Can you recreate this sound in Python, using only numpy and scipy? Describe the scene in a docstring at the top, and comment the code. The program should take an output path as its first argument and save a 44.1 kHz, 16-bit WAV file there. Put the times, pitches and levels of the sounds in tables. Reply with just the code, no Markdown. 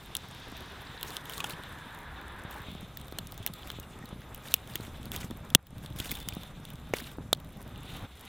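"""Sharp crackles come first, over a hush of open air: a small wood fire in a stone pit outdoors, close to the mic.
Split wood is noise bursts ringing through resonances; knocks and puffs are short decaying tones.
Flame flutter, rubbed bark, steaming sap, faint whistles, far rush and hum are filtered noise.
Near 2.65 s the far rush stops abruptly and the flutter is louder. Gain control ducks after the loudest pops.
One microphone takes in everything; only a faint hiss differs between left and right."""
import sys
import numpy as np
from scipy import signal
from scipy.fft import rfft, irfft
from scipy.io import wavfile
from scipy.ndimage import uniform_filter1d

SR = 44100
rng = np.random.default_rng(int(sys.argv[2]) if len(sys.argv) > 2 else 0)


def log_audio(samples):
    """Write samples as a 16-bit WAV file to the path given in sys.argv[1]."""
    # one column per channel
    frames = np.atleast_2d(samples).T
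    # limit to full scale, then quantise
    limited = np.clip(frames, -1, 1)
    pcm = np.round(limited * 32767).astype(np.int16)
    wavfile.write(sys.argv[1], SR, pcm)


def ratio_of_db(decibels):
    """Turn decibels (scalar or array-like) into linear amplitude factors; 0 dB maps to 1."""
    return 10 ** (np.asarray(decibels, float) / 20)


N = 365500  # samples


def evened(x):
    """Scales to rms 1."""
    return x / np.sqrt(np.mean(x ** 2) + 1e-20)


def curve(rows, axis):
    """One column of a table, interpolated along the whole time."""
    rows = np.vstack(rows)
    return np.interp(np.arange(N) / SR, rows[:, 0], rows[:, axis])


def add(mix, s, sound):
    """Lays a sound into the mix at time s."""
    part = mix[max(round(s * SR), 0):][:len(sound)]
    part += sound[:len(part)]


def resonate(x, modes):
    """Sum of resonances (Hz, width Hz, dB), each of gain 1 at its peak times its dB, in alternating sign."""
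    out = np.zeros(len(x))
    for k, (hz, width_hz, db) in enumerate(modes):
        r = np.exp(-np.pi * width_hz / SR)
        pole = r * np.exp(2j * np.pi * hz / SR)
        ringing = 2 * signal.lfilter([1 - r], [1, -pole], x).real
        out += (-1) ** k * ratio_of_db(db) * ringing
    return out


def coloured(x, points):
    """Filters x by the gains in points (Hz, dB), then scales to rms 1."""
    f, db = np.transpose(points)
    hz = np.fft.rfftfreq(len(x), 1 / SR)
    gain_db = np.interp(np.log(hz + 1), np.log(f + 1), db)
    return evened(irfft(rfft(x) * ratio_of_db(gain_db), len(x)))


def lumps(width_s, depth_db):
    """A slow random gain that strays from 0 dB by depth_db rms."""
    size = round(width_s * SR)
    smooth = uniform_filter1d(uniform_filter1d(rng.standard_normal(N), size), size)
    return ratio_of_db(depth_db * evened(smooth))


# The clear crackles close to the microphone.
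# Each row: start in seconds, snap energy in dB, snap pitch in Hz, sizzle energy in dB,
# time for the burst to fall 60 dB in ms.
CRACKLES = [(0.1518, -7, 3530, -9, 1.5), (0.1677, -16, 3800, -8, 1.2), (0.3482, -28, 2930, -32, 9.8),
            (0.568, -34, 3100, -28, 9), (0.6062, -28, 3730, -29, 10.1), (0.869, -25.5, 4080, -43, 16),
            (0.976, -23, 3900, -49, 11), (1.0112, -22, 3330, -25, 6.3), (1.0296, -11, 3560, -9.5, 7.7),
            (1.105, -23, 4200, -23, 5.7), (1.1676, -10.5, 3440, -14.5, 2.4), (1.255, -24, 3430, -24, 14),
            (1.2966, -16.5, 3000, -17.5, 4.9), (1.3352, -18.5, 3700, -23, 7),
            (1.3796, -16.5, 3850, -17, 3.9), (1.404, -10.5, 3400, -17.5, 13), (1.4417, -8.5, 2950, -14, 24),
            (1.4967, -18, 2500, -18, 13), (1.5057, -17, 3800, -21, 22), (1.5343, -21, 3140, -47, 12),
            (1.636, -24.5, 3480, -29, 6.3), (2.2135, -35, 3580, -33, 4), (2.5105, -33, 3000, -21, 8),
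            (2.7496, -29, 3400, -35, 7.7), (2.9725, -23, 3370, -15.5, 2.8), (3.0136, -29.5, 3660, -29, 4.8),
            (3.082, -29, 3800, -27.5, 4.6), (3.123, -27, 3800, -27, 10), (3.1863, -10, 3660, -11, 10),
            (3.2712, -40, 2400, -20.5, 7.4), (3.3214, -27.5, 3670, -19.5, 9), (3.3428, -38, 3600, -31, 7.7),
            (3.378, -31, 3400, -20, 2.7), (3.4264, -24, 3340, -30, 54), (3.4635, -14.5, 3130, -1, 5.9),
            (3.4736, -16, 3500, -15.5, 12), (3.5366, -24.5, 3560, -19, 13), (3.6314, -22, 3530, -45, 7.1),
            (3.674, -25, 2640, -23.5, 7), (3.702, -12, 3540, -20, 2.8), (3.716, -28, 3300, -23.5, 13),
            (3.7986, -31, 3500, -18.5, 9.7), (4.056, -28, 3800, -27, 15), (4.218, -28, 1930, -38, 6.3),
            (4.3463, -25, 3100, -17.5, 13), (4.454, -25, 1930, -30, 16), (4.4835, -21, 3720, -26, 15),
            (4.519, -19, 3800, -23, 17), (4.5401, 2.5, 3210, 6, 10), (4.5416, -12, 3300, 2, 4),
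            (4.674, -29, 3440, -27.5, 15), (4.756, -10, 3470, -6, 6.3), (4.8495, -26, 2640, -30, 10),
            (5.03, -26, 3300, -30.5, 5.9), (5.0557, -28, 3900, -23, 3.8), (5.1176, -14.5, 3370, -14, 2.8),
            (5.1492, -17.5, 2200, -25.5, 25), (5.1619, -16, 3420, -10.5, 13), (5.2027, -38, 3500, -29, 22),
            (5.2305, -21.5, 1910, -39, 16), (5.3087, -23.5, 3540, -25, 12),
            (5.5023, -22.5, 3340, -23.5, 12), (5.5491, 16.5, 3350, 14.5, 12.7), (5.668, -27, 3400, -22, 12),
            (5.782, -34, 3550, -30.5, 10), (5.8374, -35, 2800, -43.5, 12), (5.8606, -21.5, 3620, -27, 5.8),
            (5.924, -30.5, 3450, -42.5, 7.6), (5.987, -20, 3600, -20.5, 26), (6, -9.5, 3480, -13, 23),
            (6.0565, -20, 3140, -19.5, 21), (6.092, -16, 3550, -25, 58), (6.109, -12.5, 3500, -17, 37),
            (6.1144, -12.5, 2270, -6, 37), (6.152, -18, 3520, -18.5, 20), (6.2872, -12, 3200, -7.5, 5.2),
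            (6.323, -19.5, 3040, -32, 19), (6.3505, -40, 3500, -21.5, 6.5), (6.434, -25, 3480, -26, 7.1),
            (6.6518, -22.5, 3480, -23.5, 10), (6.703, -26.5, 3300, -25, 9), (6.7563, -33, 3400, -32.5, 4.8),
            (6.937, -4.5, 2200, -14, 27), (6.9675, -18, 2760, -18.5, 15), (6.985, -18, 3740, -33.5, 9.8),
            (7.0018, -21, 2300, -23, 5.3), (7.0714, -24, 2660, -44, 19), (7.115, -31, 3220, -30, 15),
            (7.3299, 5, 3800, 0, 3.43), (7.3482, -23, 3700, -29.5, 6), (7.3715, -40, 3400, -36, 12),
            (7.4013, -33, 3400, -30, 6.3), (7.446, -35, 3400, -34, 10.8), (7.4904, -37, 2400, -39, 11),
            (7.6165, -51, 2130, -29, 6.6), (7.7588, -26.5, 3440, -39, 12), (7.966, -34, 3300, -26.5, 8.3)]
TICKS_PER_S, TICKS_DB = 22, -42.5  # mean rate, and level before each tick's random boost
FIBRES_PER_S, FIBRES_OVER_RUSTLE_DB = 130, 19  # rate in the hardest rubs, level before the random boost


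def crackles():
    """Clear crackles, faint ticks between them, and bark fibres breaking while a log rubs."""
    out = np.zeros(N)
    for (s, *colour), chance in zip(CRACKLES, rng.standard_normal((len(CRACKLES), 1200))):
        add(out, s, split(chance, *colour))
    rub_db = rubbing(bed=2, axis=2)
    busy = np.clip((rub_db - curve(BED, axis=2)) / 6, 0, 1)  # 1 once a rub stands 6 dB over the bed
    kinds = 12  # kinds of tick and fibre, which share the rates
    for chance in rng.standard_normal((kinds, 800)):
        size = ratio_of_db(4.4 * np.minimum(rng.exponential(1, N), 2.5))
        draw = rng.random(N)
        tick = crack(chance, -4 + 4 * chance[0], 2860, 0, 10000 + 2000 * np.tanh(chance[1]), 4)
        cell_hz = 11000 + 3500 * np.tanh(chance[4])  # each small cell has its own pitch
        tick = resonate(tick, [(cell_hz, 5000, 3)])
        tick_train = size * (draw < TICKS_PER_S / kinds / SR)
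        out += ratio_of_db(TICKS_DB) * signal.oaconvolve(tick_train, tick)[:N]
        fibre = split(chance, 0, 3200 + 800 * np.tanh(chance[2]), -5 + 6 * chance[3], 18)
        broken = 1 - draw < busy * FIBRES_PER_S / kinds / SR
        breaks = size * ratio_of_db(rub_db + FIBRES_OVER_RUSTLE_DB) * broken
        out += signal.oaconvolve(breaks, fibre)[:N]
    return out


def split(chance, snap_db, snap_hz, sizzle_db, t60_ms):
    """A crack whose sizzle sits higher the more it outweighs the snap."""
    sizzle_hz = 12500 + 699 * (sizzle_db - snap_db)
    return crack(chance, snap_db, snap_hz, sizzle_db, np.clip(sizzle_hz, 5200, 15000), t60_ms)


# A split rings around its pitch. Each row: multiple of the snap pitch, width in Hz, level in dB.
SNAP_RING = [(.8, 422, 1), (1, 400, 6), (1.14, 439, 1)]
# The broad woody body under every split, passed twice.
# Each row: centre in Hz, width in Hz, level in dB for one pass.
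WOODY_BODY = [(1530, 2200, -7)]
# Echoes off the pit walls. Each row: delay in ms, level in dB.
PIT_ECHOES = [(1.9, -18), (3.6, -18.5), (6, -27.5), (8, -35), (11, -40)]


def crack(chance, snap_db, snap_hz, sizzle_db, sizzle_hz, t60_ms):
    """Fibres tear in a short burst of noise that rings the wood and comes back off the stones."""
    ms = np.arange(len(chance)) * 1e3 / SR
    t60_ms = max(t60_ms, 1)
    onset = 1 - np.exp(-ms / (0.0071 * t60_ms))  # long tears start softer
    burst = chance * ratio_of_db(-60 * ms / t60_ms) * onset
    burst *= 1 + 0.74 * np.exp(-ms / 0.4)  # the first fibres give way hardest
    echoed = burst.copy()
    for delay_ms, db in PIT_ECHOES:
        scattered = burst * np.sign(chance[::-1])  # rough stone scatters it
        add(echoed, delay_ms / 1e3, ratio_of_db(db) * scattered)
    sizzle = treble(0.5 * echoed + resonate(echoed, [(sizzle_hz, 4000, 2)]))
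    snap = resonate(echoed, [(k * snap_hz, width_hz, db) for k, width_hz, db in SNAP_RING])
    body = resonate(resonate(echoed, WOODY_BODY), WOODY_BODY)
    snap = resonate(snap, [(snap_hz, 1800, 0)]) + body
    snap = ratio_of_db(snap_db) * snap / np.linalg.norm(snap)
    return snap + ratio_of_db(sizzle_db) * sizzle / np.linalg.norm(sizzle)


def treble(x):
    """What lies above the microphone's presence peak: a steep high-pass at 4600 Hz."""
    return signal.sosfilt(signal.butter(6, 4600, "high", fs=SR, output="sos"), x)


# The clear knocks of logs and puffs of flame.
# Each row: time in seconds when suck turns to push, level in dB before the overtone levels,
# pitch in Hz, time for the fundamental to fall 60 dB in ms.
KNOCKS_AND_PUFFS = [(0.5246, -35, 245, 13), (1.38, -38.5, 1140, 37), (1.4035, -34.5, 1110, 35),
                    (1.403, -33, 2510, 33), (1.4428, -29, 824, 17), (1.445, -34.5, 1430, 24),
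                    (1.503, -42, 990, 22), (2.4512, -33.5, 129, 32), (2.6854, -33.5, 150, 25),
                    (2.7525, -34.5, 198, 21), (2.971, -41.5, 1800, 9), (3.125, -30.5, 300, 7.9),
                    (3.1862, -42, 620, 9), (3.327, -40, 730, 11), (3.4037, -34.5, 100, 81),
                    (3.4645, -28, 2090, 5.8), (3.5, -38, 163, 63), (3.7028, -36, 2000, 5.4),
                    (3.7875, -32.5, 230, 9.4), (3.832, -48, 2820, 40), (4.026, -48.5, 1870, 59),
                    (4.044, -44, 120, 49), (4.129, -34, 152, 30), (4.54, -35.5, 620, 20),
                    (4.7537, -40, 326, 36), (4.7564, -31, 1900, 6.1), (4.8012, -31.5, 230, 11),
                    (4.8184, -38, 109, 28), (4.8809, -38, 199, 23), (5.066, -39, 230, 51),
                    (5.1175, -36, 161, 9), (5.3126, -31, 278, 17), (5.5505, -24, 620, 13),
                    (5.5533, -2.5, 150, 19), (5.8393, -36.5, 100, 18), (6.003, -28, 108, 17),
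                    (6.1235, -34.5, 223, 25), (6.2758, -35, 172, 46), (6.2866, -36, 1920, 7),
                    (6.3689, -28, 180, 21), (6.91, -34.5, 108, 25), (6.9372, -15, 440, 9.1),
                    (7.0195, -39, 242, 50), (7.1852, -27, 221, 13), (7.209, -34, 79.6, 27),
                    (7.3293, -12.5, 574, 4.7)]
SMALL_PUFFS_PER_S, SMALL_PUFFS_FROM_S = 13, 2.65
SMALL_PUFF_OVER_FLUTTER_DB = 4  # before each one's random level and the overtone levels


def puffs():
    """The clear knocks and puffs, and small puffs at random after 2.65 s."""
    out = np.zeros(N)
    for s, level_db, hz, t60_ms in KNOCKS_AND_PUFFS:
        lead, push = puff(hz, t60_ms)
        add(out, s - lead, ratio_of_db(level_db) * push)
    switched_on = np.arange(N) / SR > SMALL_PUFFS_FROM_S
    level = ratio_of_db(curve(FLUTTER_LEVEL, axis=1) + SMALL_PUFF_OVER_FLUTTER_DB) * switched_on
    for hz in np.geomspace(100, 230, 6):
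        size = ratio_of_db(5.0 * np.tanh(rng.standard_normal(N)))
        train = level * size * (rng.random(N) < SMALL_PUFFS_PER_S / 6 / SR)
        out += signal.oaconvolve(train, puff(hz, t60_ms=47)[1])[:N]
    return out


# Overtones of a knocked log. Each row: multiple of the pitch, level in dB.
LOG_OVERTONES = [(1, 4), (2.3, -32), (4.101, -13.5), (6.502, -16)]


def puff(hz, t60_ms):
    """A suck, a push and a fading wobble, with the overtones of wood dying sooner."""
    lead = 0.3 / hz  # length of the suck in seconds
    t = np.arange(round((lead + t60_ms / 1e3) * SR)) / SR - lead
    rise = np.sin(np.pi / 2 * np.clip(1 + t / lead, 0, 1)) ** 2
    fall_db = -60e3 * np.maximum(t, 0) / t60_ms
    wobble = sum(ratio_of_db(db + fall_db * k ** 0.24) * np.sin(2 * np.pi * k * hz * t) for k, db in LOG_OVERTONES)
    return lead, rise * wobble


# Flame flutter, abruptly louder at 2.65 s and abruptly quieter at 8.06 s.
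# Each row: time in seconds, flutter level in dB.
FLUTTER_LEVEL = [(0, -50), (.5, -50.5), (1.5, -49.5), (1.8, -52.5), (2.64, -52.5), (2.65, -48.5),
                 (3.1, -49), (3.6, -51), (4.76, -48), (5.25, -42), (5.5, -48), (6.05, -45.5), (6.69, -48.5),
                 (7.15, -46), (7.88, -46.5), (8.055, -45), (8.064, -60), (8.29, -54)]
# Colour of the flutter. Each row: frequency in Hz, relative level in dB per Hz.
FLUTTER_COLOUR = [(12, -45.5), (20, -2.5), (145, -1), (269, -10), (312, -15.5), (377, -27), (420, -31.5),
                  (500, -19.5), (650, -18), (1100, -120)]


def flutter():
    """Turbulent flames: lumpy low noise."""
    noise = rng.standard_normal(N) * lumps(0.011, 2.53)
    return ratio_of_db(curve(FLUTTER_LEVEL, axis=1)) * coloured(noise, FLUTTER_COLOUR)


# Colour of the bark rustle. Each row: frequency in Hz, relative level in dB per Hz.
RUSTLE_COLOUR = [(600, -31), (1500, 7), (3000, -2.5), (3600, -17), (4400, -2), (7000, -1), (11000, -2.5),
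                 (15300, -4), (16300, -46)]


def rustle():
    """Bark and ash rub: clumped fine grains over a smooth hiss; harder rubbing is grainier."""
    level_db = rubbing(bed=2, axis=2)
    grains_per_s = 1500
    size = rng.standard_normal(N) * ratio_of_db(1.4 * rng.exponential(1, N))
    grains = size * (rng.random(N) < grains_per_s / SR)
    grain = rng.standard_normal(60) * np.exp(-np.arange(60) / 7.7)
    grains = signal.oaconvolve(grains, grain)[:N]
    grit = np.clip((level_db + 64.5) / 12, .15, 1)
    drive = rng.standard_normal(N) + 0.64 * grit * evened(grains)
    drive = drive * lumps(0.013, 0.62 + 3.6 * grit)
    return ratio_of_db(level_db) * patchy(coloured(drive, RUSTLE_COLOUR))


def patchy(x):
    """Patches about 1.5 kHz wide and 30 ms long swell and fade on their own."""
    z = signal.stft(x, nperseg=256)[2]
    field = rng.standard_normal(z.T.shape).T
    for axis in (0, 0, 1, 1):
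        field = uniform_filter1d(field, size=8, axis=axis)
    patch_db = 2.0 * evened(field)
    return evened(signal.istft(z * ratio_of_db(patch_db), nperseg=256)[1][:N])


# The steady bed between the rubs.
# Each row: time in seconds, then the levels in dB of sap hiss, bark rustle and open-air wash.
BED = [(0, -57, -62, -55.5), (.5, -53, -64.5, -52), (1.4, -55, -58.5, -51.5), (2.1, -56, -65, -51.5),
       (2.64, -56.5, -65, -50.5), (2.66, -59, -64.5, -54), (3.6, -60.5, -62, -54), (4.3, -60.5, -65, -54),
       (4.9, -58, -59, -54.5), (5.4, -63, -65, -54), (6.5, -61.5, -64.5, -56), (6.9, -60, -64.5, -55.5),
       (7.4, -68.5, -67, -57.5), (8.05, -52.5, -62.5, -52.5), (8.07, -61.5, -65.5, -59),
       (8.29, -54.5, -61, -55.5)]
# Logs dragged over bark and ash.
# Each row: start in seconds, length in seconds, rustle level in dB, sap hiss level in dB.
RUBS = [(1.05, 0.13, -55.5, -54), (1.283, 0.13, -56.5, -51), (1.459, 0.071, -52.5, -54.5),
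        (2.51, 0.11, -61, -67), (2.652, 0.18, -68, -55), (3.543, 0.24, -63.5, -57),
        (4.435, 0.15, -55.5, -57), (4.682, 0.19, -57.5, -60), (5.125, 0.071, -49.5, -48.5),
        (5.183, 0.081, -54.5, -54), (5.831, 0.019, -54.5, -68), (5.966, 0.18, -53.5, -57.5),
        (6.145, 0.081, -55.5, -50.5), (6.241, 0.25, -62, -56.5), (6.938, 0.091, -52.5, -51),
        (7.03, .1, -57, -54), (7.847, 0.17, -60.5, -53)]


def rubbing(bed, axis, offset_db=0):
    """Level in dB of a steady bed with every rub swelling, holding and fading over it."""
    rise_s, fade_s = 0.034, 0.074
    t = np.arange(N) / SR
    power = ratio_of_db(2 * curve(BED, axis=bed))
    for row in RUBS:
        start, end = row[0], row[0] + row[1]
        inside = np.minimum((t - start) / rise_s, (end - t) / fade_s)
        power = power + ratio_of_db(2 * (row[axis] + offset_db)) * np.clip(.5 + inside, 0, 1) ** 2
    return 10 * np.log10(power)


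# Colour of the sap hiss. Each row: frequency in Hz, relative level in dB per Hz.
HISS_COLOUR = [(1200, -31), (2000, -8), (2500, -7.5), (3200, -4.5), (3600, 0), (4000, -7), (4800, -23),
               (7000, -34.5)]


def hiss():
    """Sap steams out of the wood in short patches, louder while logs are moved."""
    noise = rng.standard_normal(N) * lumps(0.025, 2.0)
    return ratio_of_db(rubbing(bed=1, axis=3)) * coloured(noise, HISS_COLOUR)


# Faint fuzzy whistles that come and go.
# Each row: start in seconds, length in seconds, pitch in Hz, width in Hz of one pass, level in dB.
WHISTLES = [(2.8, 1.84, 1250, 70, -65.5), (5.95, 0.58, 3550, 230, -58.5), (2.66, 0.16, 3500, 300, -61)]


def whistles():
    """Noise passed twice through a narrow resonance, fading in and out."""
    t, out = np.arange(N) / SR, np.zeros(N)
    for start, length, hz, width_hz, db in WHISTLES:
        gate = np.clip(np.minimum(t - start, start + length - t) / 0.064, 0, 1)  # 64 ms fades
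        mode = [(hz, width_hz, 0)]
        tone = evened(resonate(resonate(rng.standard_normal(N), mode), mode))
        out += ratio_of_db(db) * gate * lumps(0.0293, 1.9) * tone
    return out


# Colour of the open-air wash. Each row: frequency in Hz, relative level in dB per Hz.
AIR_COLOUR = [(150, -21), (250, -5), (416, -3.5), (616, -8), (764, -4), (995, -6.5), (1230, -6.5),
              (1500, -9.5), (1610, -9.5), (1740, -12), (2600, -17), (3380, -39), (5720, -120)]
# A far rush, perhaps traffic, that brightens early and stops abruptly.
# Each row: time in seconds, body level in dB, bright edge level in dB.
FAR_RUSH = [(0, -65, -68), (.4, -57, -59), (.65, -54, -60.5), (1, -52, -70), (2, -50, -83),
            (2.64, -50, -79), (2.648, -86.5, -105.5), (8.3, -78, -91.5)]
# Resonances of the rush's body, then of its bright edge, each passed twice.
# Each row: centre in Hz, width in Hz, relative level in dB, both for one pass.
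RUSH_BODY = [(914, 160, 4.5), (1660, 640, 3)]
RUSH_BRIGHT_EDGE = [(4450, 3200, 0)]
# The wavering low hum. Each row: time in seconds, level in dB.
HUM_LEVEL = [(0, -57), (1.2, -60), (2.2, -49.5), (2.64, -52), (2.7, -52.5), (8.3, -58)]


def air():
    """The open-air wash, which rises with the rubs, the far rush and the hum: all filtered noise."""
    wash_db = rubbing(bed=3, axis=2, offset_db=2.5)  # dB over the rustle of each rub
    wash = ratio_of_db(wash_db) * coloured(rng.standard_normal(N) * lumps(0.018, 2.17), AIR_COLOUR)
    body = evened(resonate(resonate(rng.standard_normal(N), RUSH_BODY), RUSH_BODY))
    edge = evened(resonate(resonate(rng.standard_normal(N), RUSH_BRIGHT_EDGE), RUSH_BRIGHT_EDGE))
    far = ratio_of_db(curve(FAR_RUSH, axis=1)) * body + ratio_of_db(curve(FAR_RUSH, axis=2)) * edge
    hum = evened(resonate(rng.standard_normal(N), [(64, 12, 0)]))
    return wash + far + ratio_of_db(curve(HUM_LEVEL, axis=1)) * hum


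def scene():
    """Everything reaches one microphone, so both channels start out the same."""
    mono = crackles() + puffs() + flutter() + rustle() + hiss() + whistles() + air()
    return np.tile(mono, (2, 1))


# Faint hiss unlike in the two channels.
# Each row: frequency in Hz, level relative to the sound in dB, band level in dB below which it is heard.
SIDE_HISS = [(100, -48.5, -43.5), (400, -27.5, -60.5), (900, -26, -69.5), (1314, -42, -68.5),
             (3800, -42.5, -68), (4660, -3.5, -86.5), (8000, -4.5, -85), (15600, 0.5, -88),
             (16000, -48, -79.5)]


def side_hiss(x):
    """Where a band is quiet, a little of its level returns with random phase, for opposite signs left and right."""
    hz, _, z = signal.stft(x, SR, nperseg=1024)
    power = uniform_filter1d(abs(z) ** 2, size=24, axis=0)
    level_db = 10 * np.log10(power + 1e-16)
    f, under_db, below_db = np.transpose(SIDE_HISS)
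    under_db = np.interp(hz, f, under_db)[:, None]
    below_db = np.interp(hz, f, below_db)[:, None]
    quiet = 1 / (1 + ratio_of_db(6.5 * np.clip(level_db - below_db, -20, 20)))
    turn = np.exp(2j * np.pi * rng.random(z.T.shape).T)
    return signal.istft(quiet * ratio_of_db(level_db + under_db) * turn, SR, nperseg=1024)[1][:N]


def low_pass(x):
    """Removes everything above the highest recorded frequency."""
    return signal.sosfilt(signal.butter(12, 16440, fs=SR, output="sos"), x)


def record(dry):
    """Gain control drops a few ms after a loud pop and climbs back; the input clips; quiet bands sound wide."""
    size = 200  # samples of level averaging
    power = signal.lfilter(np.ones(size) / size, 1, dry[0] ** 2)
    power_db = 10 * np.log10(power + 1e-12)
    climb = np.arange(N) * 70.0 / SR  # 70 dB regained per second
    held_db = np.maximum.accumulate(power_db + climb) - climb
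    over_db = np.maximum(held_db + 19.5, 0)  # acts above -19.5 dB
    duck_db = signal.lfilter([.008], [1, .008 - 1], over_db)  # the gain lags by about 3 ms
    ducked = np.clip(dry / ratio_of_db(duck_db), -1, 1)
    side = side_hiss(ducked[0])
    return low_pass(ducked + np.array([side, -side]))


dry = scene()
out = record(dry)
log_audio(out)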